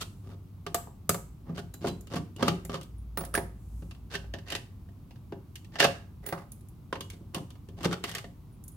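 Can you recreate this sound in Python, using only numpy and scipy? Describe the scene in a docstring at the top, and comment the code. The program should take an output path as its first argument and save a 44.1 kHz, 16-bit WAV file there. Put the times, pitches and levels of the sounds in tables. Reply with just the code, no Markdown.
"""Screwdriver on a plastic case

A small screwdriver works at the corner screws of a plastic device case lying on a mat on a table.
The blade clicks, scrapes round and rings faintly; fingers shift the case, whose knocks thump in the table top.
Contacts are noise bursts and jerky friction, filtered by the spot, the case and a small room; ringing is dying sines.
Close microphones also hear a soft brush over the mat, room rumble and hiss, a faint hum and a passing drone."""
import sys
import numpy as np
from scipy import signal
from scipy.fft import rfft, irfft
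from scipy.io import wavfile

SR = 44100
rng = np.random.default_rng(int(sys.argv[2]) if len(sys.argv) > 2 else 0)


def digitize_waveform(pressure):
    """Quantize a signal to 16-bit integers and store it at the path in sys.argv[1].

    Rows of a 2-D input are taken as channels; values are limited to [-1, 1].
    """
    field = np.atleast_2d(pressure).T
    bounded = np.clip(field, -1, 1)
    quanta = np.round(bounded * 32767).astype(np.int16)
    wavfile.write(sys.argv[1], SR, quanta)


N = 386315
TIME = np.arange(N) / SR   # s


def from_db(db):
    """Decibels to amplitude gain."""
    return 10 ** (np.asarray(db) / 20)


def rms_one(x):
    """Scale to unit power."""
    return x / np.sqrt(np.mean(x ** 2) + 1e-20)


def at(points, x):
    """Read a two-column table along straight lines."""
    return np.interp(x, *np.transpose(points))


def add(out, s, sound):
    """Mix a sound in at time s."""
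    i = max(int(s * SR), 0)
    out[..., i:i + sound.shape[-1]] += sound[..., :N - i]


def stereo(pair, side):
    """Two unrelated signals become a shared part and a part opposed between left and right."""
    opposed = pair[1] * np.array([[1], [-1]])
    return (pair[0] + side * opposed) / np.sqrt(1 + side ** 2)


def left_right(pan_db):
    """Split a left-over-right difference in dB evenly between the two channels."""
    return np.array([[.5], [-.5]]) * pan_db


def band_noise_filter(x, low_hz, high_hz):
    """A gentle band-pass."""
    return signal.sosfilt(signal.butter(2, (low_hz, high_hz), "band", fs=SR, output="sos"), x)


def tone(hz, width):
    """A wavering line: noise through a narrow resonance, twice, with a second to settle."""
    b, a = signal.iirpeak(hz, hz / width, fs=SR)
    once = signal.lfilter(b, a, rng.standard_normal(N + SR))
    return rms_one(signal.lfilter(b, a, once)[SR:])


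# Spectrum of the room's air. Each row: frequency in Hz, relative density in dB per Hz.
AIR_SPECTRUM = [(20, -25), (33, -17), (46, -3.5), (75, -1.5), (100, -1.5), (200, -9.5), (310, -17),
                (520, -32), (1150, -32.5), (1700, -44.5), (2300, -43), (4000, -46), (8000, -50.5),
                (13500, -46.5)]
# Stereo width of the air. Each row: frequency in Hz, left-right likeness from 0 to 1.
AIR_LIKENESS = [(60, 1), (200, 0.88), (600, 0.68), (2000, 0.16), (12000, 0.32)]
# A deep drone swells and fades. Each row: time in seconds, level in dB.
DRONE_SWELL = [(0, -71), (2.6, -53), (3.1, -45), (3.7, -45.5), (4.3, -46), (4.6, -63), (8.76, -72)]
AIR_DB = -48
HUM_HZ, HUM_DB = 96.4, -52.5
DRONE_HZ = 56.7


def background():
    """Low room rumble under a thin hiss is shaped noise; a faint hum and a passing drone are wavering lines."""
    hz = np.maximum(np.arange(N // 2 + 1) * SR / N, 1)

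    def read(table):   # straight lines over log frequency
        table_hz, values = np.transpose(table)
        return np.interp(np.log(hz), np.log(table_hz), values)

    alike = np.clip(read(AIR_LIKENESS), 0, 1)
    side = np.sqrt((1 - alike) / (1 + alike))
    air = stereo(rfft(rng.standard_normal((2, N))), side) * from_db(read(AIR_SPECTRUM))
    hum = from_db(HUM_DB) * tone(HUM_HZ, width=3.3)
    drone = from_db(at(DRONE_SWELL, TIME)) * tone(DRONE_HZ, width=4)
    return from_db(AIR_DB) * rms_one(irfft(air, N)) + hum + drone


# The hand brushes over the mat as it reaches in and as it lets go. Each row: time in seconds, level in dB.
BRUSH_SWELL = [(0, -71), (0.3, -77), (0.5, -95), (3.45, -95), (3.62, -73), (3.8, -67.5), (3.92, -73),
               (4.05, -95)]


def brush(side=0.82):
    """Skin on the mat makes a soft, high hiss: band-limited noise that swells and fades."""
    hiss = band_noise_filter(rng.standard_normal((2, N)), 6000, 12500)
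    return from_db(at(BRUSH_SWELL, TIME)) * rms_one(stereo(hiss, side))


def ring(hz, t60):
    """A sine dying by 60 dB in t60 seconds."""
    t = TIME[:SR // 2]
    return np.sin(2 * np.pi * hz * t) * from_db(-60 * t / t60)


# Free ringing of the steel tool. Each row: frequency in Hz, relative level in dB, t60 in seconds.
TOOL_MODES = [(2900, -4, .28), (4000, -3, .24), (4764, -9, .19), (9157, -17, .09), (9700, -8, .18),
              (15740, -4, .17)]
# The tool springs free and rings; the place struck picks its modes.
# Each row: start in seconds, relative level in dB, favoured frequency in Hz.
TOOL_RINGS = [(1.737, -56, 4020), (1.879, -43.5, 4320), (2.362, -47.5, 2490), (2.649, -48, 9900),
              (2.982, -56, 9740), (3.174, -22, 12500), (3.341, -20.5, 9200), (3.350, -21.5, 10700),
              (6.265, -27, 13100), (7.008, -48, 2750), (7.347, -55, 2750), (7.503, -65, 2700),
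              (8.525, -57.5, 8930), (8.641, -55, 9650), (8.718, -50, 8950)]


def tool_ringing(reach_octaves=0.26, split_hz=22, twin_db=-6, pan_db=-8):
    """The steel shaft rings in close pairs of bending modes, strongest near the favoured frequency."""
    out = np.zeros((2, N))
    for s, level_db, favoured_hz in TOOL_RINGS:
        for hz, mode_db, t60 in TOOL_MODES:
            share = np.exp(-(np.log2(hz / favoured_hz) / reach_octaves) ** 2 / 2)
            twin = rng.normal(0, 1, (2, 1)) * ring(hz + split_hz, t60)
            pair = ring(hz, t60) + from_db(twin_db) * twin
            add(out, s, share * from_db(level_db + mode_db + left_right(pan_db)) * pair)
    return out


# A blow on an unsupported part of the shell sets that panel ringing.
# Each row: start in seconds, level in dB before panning, frequency in Hz, t60 in seconds.
PANEL_RINGS = [(0.665, -31, 1186, 0.044), (.7455, -27, 697, 0.18), (1.094, -21.5, 1233, 0.044),
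               (3.352, -18.5, 1630, 0.029), (3.351, -26, 2550, 0.014), (3.377, -23.5, 405, 0.053),
               (4.153, -30, 1814, 0.046), (5.323, -43, 681, 0.15), (5.802, -18, 1880, 0.029),
               (6.927, -22, 1500, 0.016)]


def panel_ringing(pan_db=-2):
    """Each panel of the shell gives a short note of its own, a dying sine."""
    out = np.zeros((2, N))
    for s, level_db, hz, t60 in PANEL_RINGS:
        add(out, s, from_db(level_db + left_right(pan_db)) * ring(hz, t60))
    return out


# Edges in Hz of the six registers of a contact: thump, knock, clack, tick, snap, fizz.
REGISTER_HZ = [85, 300, 900, 2200, 6000, 10000, 15500]


def in_register(x, index):
    """Band-pass to one register."""
    band = REGISTER_HZ[index:index + 2]
    return signal.sosfilt(signal.butter(3, band, "band", fs=SR, output="sos"), x)


TILT_PIVOT_HZ = 1340   # a harder contact tilts its colour upward about this pitch
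TILT_TOP_HZ = 8500     # the tilt levels off above this pitch
# a contact heavier than usual (thump against level, dB) also knocks more (dB per dB)
KNOCK_FOLLOWS_THUMP, USUAL_THUMP_DB = 0.28, 0.5


def contact_gain(index, level_db, hardness, thump_db, colour, pan_db):
    """Gain in one register: the surfaces' colour tilted by hardness; the table's thump has no direction."""
    if index == 0:
        return from_db(thump_db)
    centre_hz = np.sqrt(REGISTER_HZ[index] * REGISTER_HZ[index + 1])
    tilt_db = hardness * np.log2(min(centre_hz, TILT_TOP_HZ) / TILT_PIVOT_HZ)
    weight_db = KNOCK_FOLLOWS_THUMP * (thump_db - level_db - USUAL_THUMP_DB) * (index == 1)
    return from_db(level_db + colour[index - 1] + tilt_db + weight_db + left_right(pan_db))


def spot(x, hollow_hz, bright_hz, hollow_db=9, bright_db=7, hollow_q=9, bright_q=9, soft_hz=11000):
    """The spot touched adds two resonances of its own; plastic softens the very top."""
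    hollow = signal.lfilter(*signal.iirpeak(hollow_hz, hollow_q, fs=SR), x)
    bright = signal.lfilter(*signal.iirpeak(bright_hz, bright_q, fs=SR), x)
    rung = x + from_db(hollow_db) * hollow + from_db(bright_db) * bright
    return signal.sosfilt(signal.butter(1, min(soft_hz, SR * .45), fs=SR, output="sos"), rung)


def with_surfaces(kinds):
    """Every event row, followed by the colour, bright pitch and direction of its surfaces."""
    return [(*row, *surfaces) for rows, surfaces in kinds for row in rows]


# What touches what. Each entry: relative levels in dB of knock, clack, tick, snap and fizz,
# bright resonance in Hz before any scatter, left over right in dB.
BLADE_ON_SCREW = ((-3, -0.5, -2, -13.5, -25.5), 2995, -1.2)
BLADE_IN_SLOT = ((-2, -1, -2.5, 1, -5.5), 7270, -0.6)
CASE_ON_MAT = ((-3.5, -1, 1.5, -12.5, -24.5), 2780, -1.8)
TOOL_ON_TABLE = ((-1.5, 1, -3.5, -6.5, -10.5), 9800, -2.5)
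# The screwdriver drags over the table. Each row: start and end in seconds, relative level in dB,
# hardness in dB per octave, relative thump into the table in dB, hollow pitch of the spot in Hz.
TOOL_DRAGS = [(3.333, 3.378, -43, -5.5, -72, 1634), (6.226, 6.342, -52.5, -3, -57, 2000),
              (6.326, 6.442, -53, -5, -87, 1070)]
# The case slides on the mat. Each row: start and end in seconds, relative level in dB,
# hardness in dB per octave, relative thump in dB, hollow pitch in Hz.
CASE_SLIDES = [(4.101, 4.172, -41.5, -1, -58, 1580), (4.46, 4.56, -45, -2, -68, 1890),
               (5.716, 5.78, -57, -1, -53.5, 1810), (5.785, 5.806, -31.5, -0.5, -60, 1810),
               (5.8, 5.857, -25.5, -2.5, -37.5, 1680)]
# The blade grinds round in a screw. Each row: start and end in seconds, relative level in dB,
# hardness in dB per octave, relative thump in dB, hollow pitch in Hz.
SCREW_TURNS = [(0.0, 0.035, -43, 3.5, -43.5, 1350), (0.233, 0.357, -61.5, -1, -51, 1220),
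               (1.455, 1.54, -59, -5, -46.5, 1200), (1.545, 1.612, -48, 0, -44.5, 1480),
               (1.81, 1.905, -45, 0.5, -34, 1060), (2.1, 2.198, -41, -0.4, -33, 1140),
               (2.381, 2.434, -43, -2.5, -36.5, 980), (2.44, 2.499, -39.5, -0.5, -40.5, 1180),
               (2.697, 2.785, -45, -0.5, -46, 1140), (7.103, 7.167, -63, 2.5, -51, 2220),
               (7.335, 7.382, -45, -3, -40.5, 1080), (7.767, 7.848, -52.5, 0, -43.5, 1000),
               (7.836, 7.865, -30, -0.5, -34, 1207), (7.907, 7.945, -36, -2, -57, 1370),
               (8.028, 8.129, -47.5, 1.7, -50.5, 1920), (8.127, 8.199, -43.5, 0, -58, 2100)]
# Each kind of stroke with the surfaces that meet in it.
STROKES = [(SCREW_TURNS, BLADE_ON_SCREW), (CASE_SLIDES, CASE_ON_MAT), (TOOL_DRAGS, TOOL_ON_TABLE)]


def slips(spread_db=2.5, fall=0.0019, steady=.22, per_s=600):
    """Stick and slip: the force on a sliding contact comes in small uneven jerks over a steady part."""
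    jerks = (rng.random(N) < per_s / SR) * from_db(spread_db * rng.standard_normal(N))
    dying = signal.lfilter([1], [1, -np.exp(-1 / (fall * SR))], jerks + 1e-18)
    return steady + rms_one(dying)


def scrapes(index, side, force, crest=0.62, entry=0.15, release=0.17):
    """Each stroke swells and lets go, its friction noise chopped by the slips."""
    out = np.zeros((2, N))
    friction = rng.standard_normal((2, N)) * force
    for start, end, level_db, hardness, thump_db, hollow_hz, colour, bright_hz, pan_db in with_surfaces(STROKES):
        grit = friction[:, int(start * SR):int(max(end, start + .01) * SR)]
        size = grit.shape[1]
        swell = np.interp(np.linspace(0, 1, size), [0, crest, 1], [entry, 1, release])
        rubbed = np.pad(grit * swell, ((0, 0), (0, SR // 40)))   # room for the resonances to die
        # pressure damps the spot
        damped = spot(rubbed, hollow_hz, bright_hz, hollow_db=6.0, bright_db=-6.0)
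        stroke = in_register(damped, index)
        stroke /= np.sqrt(np.sum(stroke ** 2, axis=-1, keepdims=True) / size)
        gain = contact_gain(index, level_db, hardness, thump_db, colour, pan_db)
        add(out, start, gain * stereo(stroke, side))
    return out


# a catch: level against its stroke (dB), scatter either way (dB), added hardness (dB per octave)
CATCH_DB, CATCH_SCATTER_DB, CATCH_HARDNESS = -4, 5.5, 1.2
CATCH_FROM = 0.3   # share of the stroke that passes before the pressure is enough to catch


def catches(count=2):
    """Strokes catch at chance moments: small clicks that follow each stroke's strength."""
    strokes, out = with_surfaces(STROKES), []
    chances = rng.random((len(strokes), count, 2))
    for (start, end, level_db, hardness, thump_db, *rest), draws in zip(strokes, chances):
        for when, size in draws:
            size_db = CATCH_DB + CATCH_SCATTER_DB * (2 * size - 1)
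            moment = start + (CATCH_FROM + when * (1 - CATCH_FROM)) * (end - start)
            out.append((moment, level_db + size_db, hardness + CATCH_HARDNESS, thump_db + size_db, *rest))
    return out


def on_varied_spots(contacts, scatter_octaves=0.14):
    """No two contacts land on the same spot, so each has a bright pitch of its own."""
    shifts = 2 ** (scatter_octaves * rng.uniform(-0.53, 1, len(contacts)))
    return [(*row, bright_hz * shift, pan_db) for (*row, bright_hz, pan_db), shift in zip(contacts, shifts)]


def clicks(contacts, index, fall, side, rise=0.00065, lead=.0004, crack_fall=0.00077):
    """Each contact is a tight rattle of micro-impacts, a noise burst that dies within milliseconds."""
    out, t = np.zeros((2, N)), TIME[:SR // 16]
    # the first impact is the hardest
    shape = (1 - np.exp(-t / rise)) * (np.exp(-t / fall) + np.exp(-t / crack_fall))
    bursts = rng.standard_normal((len(contacts), 2, len(t))) * shape
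    coloured = [spot(burst, hollow_hz, bright_hz)
                for burst, (*_, hollow_hz, _, bright_hz, _) in zip(bursts, contacts)]
    rattles = in_register(np.array(coloured), index)
    rattles /= np.sqrt(np.sum(rattles ** 2, axis=-1, keepdims=True) / (.01 * SR))   # equal energy
    for (s, level_db, hardness, thump_db, _, colour, _, pan_db), rattle in zip(contacts, rattles):
        gain = contact_gain(index, level_db, hardness, thump_db, colour, pan_db)
        add(out, s - lead, gain * stereo(rattle, side))
    return out


def room(x, index, t60, side, first=0.002, build=0.0027):
    """Dense reflections build up after the first wall and die away."""
    t = TIME[:SR // 2]
    shape = (1 - np.exp(-np.maximum(t - first, 0) / build)) * from_db(-60 * t / t60)
    echoes = stereo(rng.standard_normal((2, len(t))), min(2 * side, 1)) * shape
    # scale the echoes to the energy of a plain impulse in this register
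    flat = in_register(signal.unit_impulse(len(t)), index)
    echoes /= np.sqrt(np.sum(in_register(echoes, index) ** 2) / (2 * np.sum(flat ** 2)))
    return signal.oaconvolve(x, echoes, axes=-1)[:, :N]


# Resonances of the case on the table. Each row: frequency in Hz, width in Hz, gain of the added resonance in dB.
CASE_MODES = [(167.1, 15, 11), (236.6, 15, -10.5), (381, 51, 3.5), (409, 32, 1.5), (450, 49, -6),
              (547, 51, 3), (690, 16, 9), (826, 9.7, 0.5), (1140, 46, -4.5), (1240, 31, -11),
              (1574, 35, -5), (1810, 70, -12.5), (2760, 64, -6.5), (3624, 51, -2.5), (4484, 160, -6.5)]


def case(x, direct_db=-2.5):
    """The shell and the table top lift and prolong their own frequencies."""
    out = from_db(direct_db) * x
    for hz, width, gain_db in CASE_MODES:
        out = out + from_db(gain_db) * signal.lfilter(*signal.iirpeak(hz, hz / width, fs=SR), x + 1e-18)
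    return out


def ports(x, lag=.00008):
    """The sound reaches the right microphone a moment (lag in seconds) after the left."""
    hz = np.arange(N // 2 + 1) * SR / N
    late = irfft(rfft(x[1]) * np.exp(-2j * np.pi * hz * lag), N)
    return np.array([x[0], late])


# The screwdriver is laid down, picked up or lifted clear. Each row: start in seconds, relative level in dB,
# hardness in dB per octave, relative thump into the table in dB, hollow pitch of the spot in Hz.
TOOL_TAPS = [(3.173, -31.5, -1.8, -32, 1330), (3.208, -41, -0.5, -36, 1110), (3.237, -43, -4, -45, 1280),
             (3.25, -51.5, 5, -45, 1280), (3.34, -27.5, -4.5, -89, 1260), (3.351, -29, 1, -34.5, 1680),
             (3.376, -30, -3, -27, 1770), (6.263, -44, 3, -43, 1840), (6.287, -42.5, 1.5, -42, 1980),
             (6.325, -31, -4.5, -35.5, 1230), (6.519, -76.5, 14, -57, 950), (6.608, -76.5, 7.5, -74, 967),
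             (6.686, -90.5, 14.5, -82, 975), (8.639, -87, 15.5, -65, 970), (8.68, -84, 16.5, -68, 960)]
# Fingers grip and shift the case. Each row: start in seconds, relative level in dB,
# hardness in dB per octave, relative thump in dB, hollow pitch in Hz.
CASE_KNOCKS = [(3.822, -57.5, -2.5, -35.5, 1480), (3.91, -51.5, 2, -54, 1150), (3.948, -60, 1, -64, 1140),
               (4.152, -34, 1, -38, 1720), (4.242, -53.5, -6.5, -67, 1550), (4.338, -36, -2, -37, 1780),
               (4.386, -50.5, 0.5, -46.5, 1750), (4.483, -49, 2, -65, 1850), (4.502, -41, 4, -51, 1900),
               (4.522, -33, 1.5, -35, 1900), (4.551, -30.5, 1, -47.5, 1960), (4.561, -53, 7, -67, 1900),
               (4.888, -62.5, -4, -61, 1800), (5.108, -56, -0.5, -63, 910), (5.158, -61, -1.5, -61, 1630),
               (5.322, -45, -5, -34.5, 1724), (5.556, -52, 7, -63, 1970), (5.646, -62.5, 5, -59, 1970),
               (5.756, -36, -3.5, -52, 1810), (5.802, -16, 0, -31, 1800), (5.827, -21, -2.5, -47.5, 1660),
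               (5.843, -21.5, 1, -40, 1198), (5.848, -21.5, -3, -24, 1184), (5.853, -37, -7.5, -37.5, 1136)]
# The blade snaps into the slot of a screw. Each row: start in seconds, relative level in dB,
# hardness in dB per octave, relative thump in dB, hollow pitch in Hz.
BLADE_SNAPS = [(0.7448, -26, -1, -37, 1175), (0.872, -57.5, -10, -54.5, 1110),
               (1.093, -25.5, 1, -23.5, 1260), (1.144, -34, -3, -38.5, 1240), (1.74, -50.5, 1.5, -44, 1420),
               (2.009, -67, 5, -64, 1090), (2.65, -49.5, 1.3, -39.5, 2070)]
# The blade knocks against a screw head. Each row: start in seconds, relative level in dB,
# hardness in dB per octave, relative thump in dB, hollow pitch in Hz.
BLADE_KNOCKS = [(0.011, -41, 5, -54, 1360), (0.665, -35.5, 0, -36.5, 1140), (1.495, -70, -7, -30, 1220),
                (1.579, -40.5, 0, -43, 1500), (1.592, -52, 5, -38.5, 1440), (1.844, -43, -11.5, -30, 1400),
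                (1.87, -36.5, 2, -24.5, 1040), (1.882, -45, 6, -33, 1040), (2.071, -55.5, 4.5, -47, 1260),
                (2.158, -48.5, 5.8, -33, 1180), (2.363, -57, 6.5, -41, 1130),
                (2.4263, -23.5, -1, -17, 1230), (2.481, -21.5, 0, -20.5, 1240),
                (2.695, -37.5, -2, -32, 1190), (2.742, -31.5, -2, -36, 1220), (2.784, -61, 0, -63, 1040),
                (2.812, -51.5, 5, -52, 1180), (2.831, -61, 8.5, -45.5, 1040), (6.927, -30, -3, -32.5, 1060),
                (6.955, -35.5, -4.5, -65, 990), (7.007, -40, 4.5, -41.5, 1050), (7.101, -51, 7, -66, 2180),
                (7.208, -77, -2, -40, 1270), (7.346, -36.5, 5, -38.5, 1140), (7.365, -55, -3, -29.5, 1117),
                (7.504, -56, 5, -49, 1120), (7.554, -57.5, -1.5, -60, 1010), (7.687, -57.5, 3, -43, 1000),
                (7.831, -41.5, 3, -42, 1130), (7.853, -34, -1, -17, 1180), (7.928, -32, 0.5, -45, 1400),
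                (8.039, -29.5, 1.9, -39, 2020), (8.094, -45, 5, -63, 1945), (8.114, -42, 3.5, -64, 2000),
                (8.15, -35.5, 4.5, -52, 1980), (8.182, -38, 2, -65, 2010), (8.242, -44.5, -2, -42, 1880)]
# Each kind of blow with the surfaces that meet in it.
BLOWS = [(BLADE_KNOCKS, BLADE_ON_SCREW), (BLADE_SNAPS, BLADE_IN_SLOT),
         (CASE_KNOCKS, CASE_ON_MAT), (TOOL_TAPS, TOOL_ON_TABLE)]
# How each register sounds, thump to fizz. Each row: trim in dB, fall time of a click in seconds,
# side share of the amplitude, room level against the contact in dB, room t60 in seconds.
REGISTERS = [(-6.5, 0.009, .08, -3, 0.42), (-5, 0.0058, 0.23, -5, 0.31), (-3.5, 0.0084, 0.5, -10.5, 0.37),
             (-2.5, 0.011, 1, -11.5, 0.32), (-0.5, .004, 0.95, -9, 0.36), (5, 0.0078, 0.23, -9, 0.3)]


def handling():
    """Clicks and scrapes, register by register, with their room echoes, all coloured by the case."""
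    out, force = np.zeros((2, N)), slips()
    contacts = on_varied_spots(with_surfaces(BLOWS) + catches())
    for index, (trim_db, fall, side, room_db, t60) in enumerate(REGISTERS):
        touched = clicks(contacts, index, fall, side) + scrapes(index, side, force)
        contact = from_db(trim_db) * touched
        out += contact + from_db(room_db) * room(contact, index, t60, side)
    return case(out)


def scene():
    """The work on the case over the quiet room."""
    ringing = tool_ringing() + panel_ringing()
    return background() + brush() + ringing + ports(handling())


def record(dry):
    """The top is cut steeply above 16050 Hz."""
    return signal.sosfilt(signal.ellip(10, .1, 80, 16050, fs=SR, output="sos"), dry)


dry = scene()
out = record(dry)
digitize_waveform(out)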